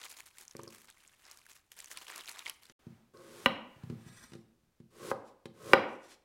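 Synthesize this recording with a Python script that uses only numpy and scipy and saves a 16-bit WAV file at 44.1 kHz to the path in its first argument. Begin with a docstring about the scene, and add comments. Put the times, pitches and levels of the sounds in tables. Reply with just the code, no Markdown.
"""First a cook peels an onion close by: the dry skin crackles and snaps, and scraps drop on the board.
Near 2.7 s the sound drops out for a moment. From 3.1 s on, a large knife cuts through onion three
times: each crunch swells as the blade sinks and ends in a knock on the wood (3.5, 5.1 and 5.7 s).
Between cuts, sleeves rustle, the halves are set down and the blade slides along the wet onion.
Last, the blade is tugged clear. The kitchen rings on after every blow."""
import sys
import numpy as np
from scipy import signal
from scipy.fft import rfft, irfft
from scipy.io import wavfile
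from scipy.ndimage import uniform_filter1d

SR = 44100
rng = np.random.default_rng(int(sys.argv[2]) if len(sys.argv) > 2 else 0)


def wav_out(sig):
    """Save sig, one row per channel (or a flat mono array), as 16-bit PCM at SR to the path in sys.argv[1]."""
    wavfile.write(sys.argv[1], SR, np.round(np.clip(np.atleast_2d(sig).T, -1, 1) * 32767).astype(np.int16))


N = 275184
T = np.arange(N) / SR
HZ = np.fft.rfftfreq(16384, 1 / SR) + 1  # the frequencies on which filters are drawn

# Tone colours. Each row: frequency in Hz, level in dB.
AIR_TONE = [(25, -7), (60, -5.5), (120, -9), (300, -14), (700, -19.5), (2000, -24.5), (6000, -28.5),
            (15000, -34)]
CLOTH_TONE = [(100, -1.5), (400, 2.5), (900, 0), (2300, -5), (4000, -11.5), (15000, -19.5)]
CRUMPLE_TONE = [(100, -33), (350, 0), (700, -0.5), (1150, 9.5), (1600, 7), (2100, 7), (4000, 0), (7000, -6),
                (16000, -18)]
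TEAR_TONE = [(500, -21.5), (2500, -13), (4500, -15.5), (7000, -11), (11000, -12.5), (16000, -23)]
RUB_TONE = [(200, 14.5), (900, 1), (1700, -4.5), (3000, -8), (6000, -12), (10000, -13), (15500, -22)]
WET_BLADE_TONE = [(800, -4), (2500, -1), (5000, -4), (8000, -5.5), (11000, -10.5), (15500, -23)]
CRUNCH_TONE = [(200, -13.5), (800, 0), (1600, 2), (2500, -1), (5000, -2.5), (7500, -4), (10000, -4.5),
               (15500, -15)]
STEEL_TICK_TONE = [(40, -1), (90, -2.5), (600, 5), (4000, 5), (7000, -8), (11000, -10.5), (16000, -13.5)]
# The room's echo. Each row: frequency in Hz, ring time in seconds (t60: time to fade 60 dB), level in dB.
KITCHEN_BANDS = [(59.76, 0.88, -7.5), (130, 0.42, 3.5), (280, 0.64, 1), (530, 0.65, -4.5), (740, .6, 2.5),
                 (1000, 0.57, -1.5), (1391, .56, -6), (1800, 0.56, -6), (3000, 0.56, -6.5),
                 (4300, 0.37, -3), (6500, .42, -9), (14000, .32, -11)]

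# Smooth movements. Each row: middle in seconds, half length in seconds, level in dB.
ARM_STROKES = [(2.88, 0.2, -70.5), (3.9, .26, -65), (4.45, 0.12, -81.5)]
BLADE_SLIDES = [(4.185, 0.14, -56)]
BLADE_LIFTS = [(5.28, .04, -71.5), (5.925, 0.056, -68), (6.047, 0.029, -66), (6.115, 0.036, -58.5)]
# Onion, peel and hand bump the board. Each row: start in seconds, level in dB, treble limit in Hz,
# tick of the skin in dB.
SOFT_KNOCKS = [(.551, -42, 620, -68), (.592, -42.5, 710, -52.5), (.633, -47.5, 715, -67),
               (.674, -46.5, 875, -73), (2.697, -56.5, 600, -53), (2.867, -40, 250, -65),
               (3.137, -61, 610, -77), (3.76, -52, 141, -68), (3.835, -36.5, 169, -55),
               (3.899, -32.5, 280, -52), (3.924, -37, 300, -76), (4.009, -68, 166, -78),
               (4.062, -43, 200, -68), (4.319, -48, 320, -56), (4.334, -46, 330, -48.5),
               (4.352, -43.5, 400, -57), (4.633, -65, 222, -79.5), (4.801, -46.5, 276, -67),
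               (5.456, -39.5, 580, -46)]
# The board's modes (the tones it rings at) under a soft load. Each row: frequency in Hz, ring time in
# seconds, level in dB when knocked, level in dB when shaken through an onion.
DAMPED_MODES = [(124.6, 0.039, 6, -6), (181.3, .06, -2, -8.5), (231, 0.076, 3.5, -4), (343, 0.072, 2.5, 3),
                (428, 0.03, 0.5, 0.5), (548, 0.061, 0, 0.5), (1090, 0.027, 2.5, -6),
                (1278, 0.035, -1.5, -10), (1520, .02, 1.5, -13), (1997, 0.024, -8, -20.5)]

# Fingers turn the onion. Each row: time in seconds, rustle in dB.
FINGER_RUSTLE = [(0, -59.5), (0.32, -72.5), (0.8, -68), (0.94, -73.5), (1.02, -67.5), (1.1, -72.5),
                 (1.38, -67.5), (1.6, -81), (1.68, -85), (1.79, -65.5), (2.25, -58.5), (2.5, -62.5),
                 (2.59, -79), (2.72, -72)]
# Fingers pull the skin. Each row: start in seconds, length in seconds, crumpling in dB, tearing in dB.
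SKIN_PULLS = [(0.005, .025, -54.5, -65), (0.026, 0.027, -50.5, -45), (0.088, 0.028, -67, -49.5),
              (0.156, 0.046, -59.5, -55.5), (0.25, 0.03, -64, -57), (0.365, .075, -63, -56),
              (0.562, 0.17, -67.5, -67), (0.695, 0.064, -63, -56.5), (0.77, 0.077, -67, -60.5),
              (0.874, 0.019, -59.5, -63), (1.229, 0.1, -61, -74), (1.481, 0.034, -61, -54),
              (1.541, 0.036, -67.5, -60), (1.712, 0.011, -68, -56.5), (1.761, 0.056, -58, -51.5),
              (1.894, 0.031, -56.5, -48), (1.936, 0.055, -54, -57), (2.003, 0.026, -55, -52.5),
              (2.073, .035, -51, -52.5), (2.102, 0.099, -50, -65), (2.195, .03, -54, -57),
              (2.274, 0.038, -53.5, -50), (2.334, 0.083, -52, -61), (2.45, 0.046, -47.5, -55.5),
              (2.614, .042, -65.5, -61)]
# The main cracks. Each row: start in seconds, pitch of the flake in Hz, its ring in dB, sharp edge in dB.
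SKIN_SNAPS = [(0.038, 3040, -42.5, -63), (0.113, 5000, -49.5, -52), (0.17, 4700, -66, -48),
              (0.204, 2100, -45.5, -39), (0.372, 2100, -55, -53), (0.384, 2100, -56, -40),
              (0.48, 6030, -45, -44.5), (0.511, 6100, -47.5, -67), (0.551, 1200, -49, -76),
              (0.567, 5630, -47, -43), (0.595, 1090, -41.5, -72), (0.634, 6300, -52, -44),
              (0.678, 5160, -45, -61), (0.901, 7040, -54.5, -45.5), (1.077, 7300, -52, -66),
              (1.313, 5200, -48.5, -42), (1.373, 6670, -55.5, -47), (1.465, 1550, -52, -50),
              (1.718, 2520, -48.5, -42), (1.7895, 5800, -47, -39), (1.803, 7800, -41, -60),
              (1.844, 5900, -56, -36.5), (1.859, 6000, -46, -58), (1.914, 2060, -42.5, -50),
              (1.973, 3500, -41.5, -34), (2.068, 2940, -46.5, -56), (2.082, 3500, -46.5, -43),
              (2.1, 1640, -40.5, -60), (2.16, 4840, -46, -34), (2.179, 1250, -46, -35.5),
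              (2.209, 3800, -43.5, -42), (2.258, 5900, -48, -51), (2.277, 3800, -41, -59),
              (2.292, 4160, -40.5, -42), (2.392, 3800, -40.5, -39.5), (2.46, 2860, -39.5, -54),
              (2.465, 2240, -32, -62), (2.478, 4630, -42, -56), (2.497, 3060, -39, -27.5),
              (2.697, 5550, -54.5, -75), (3.172, 4470, -56.5, -58)]

# The steel's modes. Each row: frequency in Hz, ring time in seconds, level in dB.
BLADE_MODES = [(1656, 0.05, 10), (1970, 0.042, 2), (2320, 0.044, 3), (3740, 0.033, 2), (4170, .06, -14),
               (7500, 0.018, -4), (8550, 0.043, 10), (12400, .01, -27)]
# The blade sinks in. Each row: start in seconds, final crunch in dB, its rise in dB,
# final judder (shaking of the board) in dB, its rise in dB.
KNIFE_CUTS = [(3.133, -55.5, 16.5, -56, 1), (4.9, -49.5, 27.5, -45, 28.5), (5.531, -50, 29, -43, 30.5)]
# The blade lands. Each row: time in seconds, force in dB, treble limit in Hz, place (0 near the end,
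# 1 in the middle), steel tick in dB, how far the hand's load stretches the modes apart (0 is not at all).
KNIFE_LANDINGS = [(3.46, 1.5, 6010, 0.042, -32, 0.00096), (5.1142, -10.5, 1250, 0.81, -62, 0.053),
                  (5.734, 2, 7000, 0.9, -30.5, 0)]
# The board's modes under the knife. Each row: frequency in Hz, ring time in seconds,
# level in dB when struck near the end, level in dB when struck in the middle.
BOARD_MODES = [(60, 0.07, 1, 1.5), (128, 0.03, 10.5, 11.5), (240, .035, 21, 19), (361.5, 0.03, 0.5, 29),
               (420.7, 0.017, 9, 27), (540, 0.047, 23.5, 34.5), (693, 0.04, 13, 14.5),
               (820, 0.025, 14.5, 26.5), (952, 0.11, 14.5, 28.5), (1009, 0.04, 23, 26.5),
               (1200, 0.016, 21, 26.5), (1441, 0.029, 19.5, 28.5), (1543, 0.046, 22, 28.5),
               (1833, 0.027, 18.5, 24), (1954, 0.025, 22.5, 24.5), (2318, 0.013, 18, 24.5),
               (2760, 0.015, 16, 20), (2866, 0.02, 23.5, 16.5), (3244, 0.026, 7.5, 11),
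               (3400, 0.016, 9.5, 6), (3898, 0.026, 9.5, 3.5), (4040, 0.016, 4.5, -4), (4950, 0.01, -8, 3),
               (5540, 0.008, -13, 5)]

PEELING_END_S, SOUND_RETURNS_S = 2.723, 2.792


def undb(db):
    """Turn decibels into a gain, a number to multiply by."""
    return 10 ** (np.asarray(db) / 20)


def unit(x):
    """Scale to an average strength (rms) of 1."""
    return x / np.sqrt(np.mean(x ** 2))


def sized(x, db, span_s):
    """Give a short sound the energy of a level db held for span_s."""
    return x * undb(db) * np.sqrt(span_s * SR / np.sum(x ** 2))


def add(out, s, x):
    """Mix x into out, starting at s seconds."""
    i = max(int(s * SR), 0)
    out[i:i + len(x)] += x[:N - i]


def convolve(x, response):
    """Pass x through an object or a room."""
    return signal.fftconvolve(x, response)[:len(x)]


def tap_response(gain, travel_s=0):
    """How an object with this gain over HZ answers a tap. 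Low tones lag; travel_s is the lag at 1 kHz."""
    cepstrum = irfft(np.log(gain + 1e-9 * gain.max()))
    half = len(cepstrum) // 2
    cepstrum[1:half] *= 2  # fold it so that nothing sounds before the tap
    cepstrum[half + 1:] = 0
    lag = 4 * np.pi * travel_s * np.sqrt(1000 * HZ)
    return irfft(np.exp(rfft(cepstrum) - 1j * lag))


def colour(x, tone):
    """Give x a tone colour from a table."""
    hz, db = np.transpose(tone)
    gain = undb(np.interp(np.log(HZ), np.log(hz), db))
    return convolve(x, tap_response(gain))


def soften(x, hz, order, kind="low"):
    """Keep only the low tones, or one band of tones."""
    return signal.sosfilt(signal.butter(order, hz, kind, fs=SR, output="sos"), x)


def resonances(hz, t60, db):
    """Gain over HZ with a peak for each mode; a shorter ring makes a wider peak."""
    sharpness = hz * t60 * np.pi / np.log(1000)
    detune = sharpness[:, None] * (HZ / hz[:, None] - hz[:, None] / HZ)
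    return np.sqrt(undb(db) ** 2 @ (1 + detune ** 2) ** -1.5)


def contact(limit_hz, steep):
    """Gain over HZ of a blow: a longer, softer one hardly wakes the high modes."""
    return 1 / np.sqrt(1 + (HZ / limit_hz) ** steep)


def burst(t60):
    """A puff of noise that dies away, like a cluster of tiny breaks."""
    t = T[:SR // 20]
    return rng.standard_normal(len(t)) * np.exp(-np.log(1000) * t / t60)


def grains(rate, spread_db):
    """Random clicks of unequal size, about rate of them a second."""
    happens = rng.random(N) < rate / SR
    size = undb(spread_db * np.minimum(rng.standard_normal(N), 2))
    return unit(happens * size * rng.choice([-1, 1], N))


def flutter(rate, depth_db):
    """A gain that wobbles at random, rate times a second."""
    steps = np.clip(rng.standard_normal(N // 4), -2, 2)
    return unit(undb(depth_db * np.interp(T * rate, np.arange(len(steps)), steps)))


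def press(s, length_s, attack_s, release_s):
    """Gain over time of a push that builds, holds and dies away."""
    return np.clip((T - s) / attack_s, 0, 1) * np.exp(-np.maximum(T - s - length_s, 0) / release_s)


def strokes(table):
    """Gain over time of movements that speed up and slow down again."""
    return sum(undb(db) * np.exp(-((T - s) / half_s) ** 2) for s, half_s, db in table)


def room_air():
    """The air in the room makes a faint, steady, low noise."""
    return undb(-77) * unit(colour(rng.standard_normal(N), AIR_TONE))


def kitchen_echo(first_s=0.0056, build_s=0.0015):
    """Many reflections build up quickly, then fade, the treble first."""
    t = T[:SR]
    hz, t60, db = np.transpose(KITCHEN_BANDS)
    spectrum, log_hz = rfft(rng.standard_normal(SR)), np.log(np.arange(SR // 2 + 1) + 1)
    echo = 0
    for band, band_t60, band_db in zip(np.eye(len(hz)), t60, db):
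        noise = irfft(spectrum * np.interp(log_hz, np.log(hz), band))
        fade = np.clip((t - first_s) / build_s, 0, 1) * np.exp(-np.log(1000) * t / band_t60)
        echo = echo + undb(band_db) * noise * fade / np.linalg.norm(fade)
    return echo


def sleeves():
    """Cloth brushes on cloth as the arms move."""
    movement = strokes(ARM_STROKES) * flutter(rate=25, depth_db=0.5)
    return movement * unit(colour(rng.standard_normal(N), CLOTH_TONE))


def thuds():
    """Soft things land with a long push that wakes mostly low modes; light ones give less bass."""
    wood, ticks = np.zeros(N), np.zeros(N)
    hz, t60, db, _ = np.transpose(DAMPED_MODES)
    board = resonances(hz, t60, db)
    for s, level_db, limit_hz, tick_db in SOFT_KNOCKS:
        bass_cut = HZ / np.hypot(HZ, min(0.87 * limit_hz, 330))
        thud = tap_response(board * contact(limit_hz, steep=6.54) * bass_cut, travel_s=0.00033)
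        add(wood, s, sized(thud, level_db, span_s=0.0048))
        tick = soften(burst(t60=0.038), min(9 * limit_hz, SR / 3), order=1)
        add(ticks, s, sized(tick, tick_db, span_s=0.0045))
    return wood + colour(ticks, CRUNCH_TONE)


def fingers():
    """How strongly the skin crumples and tears over time: separate pulls above a light rustle."""
    rustle = undb(np.interp(T, *np.transpose(FINGER_RUSTLE))) * (T < PEELING_END_S)
    crumple, tear = rustle, rustle * undb(2.5)
    for s, length_s, crumple_db, tear_db in SKIN_PULLS:
        pull = press(s, length_s, attack_s=0.011, release_s=0.015)
        crumple = np.maximum(crumple, undb(crumple_db) * pull)
        tear = np.maximum(tear, undb(tear_db) * pull)
    return crumple, tear


def flake_shower(tone, rate, spread_db, patchy_db):
    """Tiny flakes break: each size rings in its own band, and patchy_db makes it come in spurts."""
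    hz, db = np.transpose(tone)
    shared, shower = grains(rate, spread_db), 0
    for centre_hz in np.geomspace(250, 14000, 12):
        clicks = (0.27 * shared + 1.5 * grains(rate, spread_db)) * flutter(rate=84, depth_db=patchy_db)
        band = soften(clicks, [centre_hz / 1.2, centre_hz * 1.2], order=2, kind="band")
        shower = shower + undb(np.interp(np.log(centre_hz), np.log(hz), db)) * band
    return unit(shower)


def peeling(crumple, tear):
    """Dry skin gives way in fits and starts; each fit is a shower of tiny breaks."""
    fits = flutter(rate=330, depth_db=4.0)
    crackle = flake_shower(CRUMPLE_TONE, rate=2900, spread_db=4.5, patchy_db=3.5)
    hiss = flake_shower(TEAR_TONE, rate=5000, spread_db=16, patchy_db=0.0)
    return fits * (undb(-0.5) * crumple * crackle + undb(-3.5) * tear * hiss)


def small_cracks(crumple, tear, per_second=55, spread_db=5.5, most_db=-48.5):
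    """Random rows like those of SKIN_SNAPS: the harder the pull, the louder the crack."""
    gap, pitch, ring, edge = rng.random((300, 4)).T
    s = np.cumsum(2 * gap / per_second)
    low_hz, high_hz = 1670, 7800
    hz = low_hz * (high_hz / low_hz) ** pitch

    def level(pull, chance, boost_db):
        pull_db = 20 * np.log10(np.interp(s, T, pull) + 1e-9)
        luck_db = spread_db * np.sqrt(12) * (chance - 0.5)
        return np.minimum(pull_db + luck_db + boost_db, most_db)  # a small flake can only take so much

    rows = np.column_stack([s, hz, level(crumple, ring, boost_db=4), level(tear, edge, boost_db=3)])
    return rows[s < PEELING_END_S]


def snaps(cracks):
    """Each crack has a sharp edge and a brief ring from the flake that broke."""
    flakes, edges = np.zeros(N), np.zeros(N)
    for s, hz, ring_db, edge_db in cracks:
        peak = signal.iirpeak(hz, Q=2.84, fs=SR)
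        flake = signal.lfilter(*peak, signal.lfilter(*peak, burst(t60=0.0066)))
        add(flakes, s, sized(flake, ring_db, span_s=0.0017))
        add(edges, s, sized(burst(t60=0.0083), edge_db, span_s=0.015))
    return flakes + colour(edges, TEAR_TONE)


def sliding():
    """Steel rubs on wet onion: it rasps and sings as it slides, and is lifted out in short tugs."""
    steel = tap_response(resonances(*np.transpose(BLADE_MODES)))
    singing = unit(convolve(grains(rate=8500, spread_db=-2), steel))
    rasp = 0
    for _ in range(3):  # the contact wanders, so groups of weaker modes come and go
        hz = rng.uniform(1000, 15500, 45)
        group = tap_response(resonances(hz, t60=0.03, db=3 * rng.standard_normal(len(hz))) + 0.1)
        rasp = rasp + convolve(grains(rate=3300, spread_db=5), group) * flutter(rate=46, depth_db=6.5)
    rub = undb(-1.0) * unit(colour(rasp, RUB_TONE)) + undb(-9.5) * singing
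    wet_clicks = undb(2) * grains(rate=3800, spread_db=4)
    wet = unit(colour(unit(rasp) + wet_clicks, WET_BLADE_TONE))
    return strokes(BLADE_SLIDES) * rub + strokes(BLADE_LIFTS) * wet


def sinking():
    """How strong crunch and judder are over time: both grow as the blade sinks and end when it lands."""
    crunch, judder = 0, 0
    for cut, (lands_s, *_) in zip(KNIFE_CUTS, KNIFE_LANDINGS):
        s, crunch_db, crunch_rise_db, judder_db, judder_rise_db = cut
        uncut = np.clip((lands_s - T) / (lands_s - s), 0, 1)
        push = press(s, lands_s - s, attack_s=0.008, release_s=0.0073)
        # the rise levels off as the whole edge bites, sooner for the judder
        crunch = crunch + push * undb(crunch_db - crunch_rise_db * uncut ** 1.6)
        judder = judder + push * undb(judder_db - judder_rise_db * uncut ** 2)
    return crunch, judder


def slicing():
    """Cells burst along the edge, and the blade's small slips shake the board through the onion."""
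    crunch, judder = sinking()
    cells = unit(colour(grains(rate=9800, spread_db=5), CRUNCH_TONE)) * flutter(rate=180, depth_db=0.5)
    hz, t60, _, db = np.transpose(DAMPED_MODES)
    board = tap_response(resonances(hz, t60, db), travel_s=0.00092)
    slips = judder * grains(rate=1200, spread_db=2.5)
    return crunch * cells + convolve(slips, board / np.linalg.norm(board))


def chops(main_mode_hz=540):
    """The edge hits the wood and the board rings. Gives the direct sound and what fills the room."""
    wood, all_round, ticks = np.zeros(N), np.zeros(N), np.zeros(N)
    hz, t60, end_db, middle_db = np.transpose(BOARD_MODES)
    for s, force_db, limit_hz, place, tick_db, stretch in KNIFE_LANDINGS:
        loaded_hz = hz * (hz / main_mode_hz) ** stretch
        db = force_db + end_db + place * (middle_db - end_db)
        # heard from all sides at once, the board's peaks are wider
        for out, ring_s in ((wood, t60), (all_round, t60 / 1.8)):
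            modes = resonances(loaded_hz, ring_s, db) * contact(limit_hz, steep=6)
            # start early, so the fastest waves in the wood arrive with the steel's tick
            add(out, s - 0.0013, tap_response(modes, travel_s=0.0023))
        add(ticks, s, sized(burst(t60=0.02), tick_db, span_s=0.014))
    steel = colour(ticks, STEEL_TICK_TONE)
    return wood + steel, undb(-2.0) * all_round + steel


def scene():
    """Hands and onion are close by; each sound also sends a share into the kitchen's echo."""
    crumple, tear = fingers()
    skin = peeling(crumple, tear) + snaps(SKIN_SNAPS) + snaps(small_cracks(crumple, tear))
    cutting = slicing() + sliding() + sleeves()
    bumps = thuds()
    knocks, all_round = chops()
    into_room = undb(-10.5) * skin + undb(-5.5) * cutting + undb(-6.0) * all_round + undb(-4.5) * bumps
    echo = convolve(into_room, kitchen_echo())
    return (skin + cutting + knocks + bumps + echo + room_air())[None]


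def record(dry):
    """The sound drops out briefly after the peeling; peaks stop at full scale; the top treble is cut."""
    sound_on = uniform_filter1d(1.0 * ((T < PEELING_END_S) | (T > SOUND_RETURNS_S)), size=100)
    treble_cut = signal.ellip(8, 0.2, 70, 15900, fs=SR, output="sos")
    return signal.sosfilt(treble_cut, np.clip(dry * sound_on, -1, 1))


dry = scene()
out = record(dry)
wav_out(out)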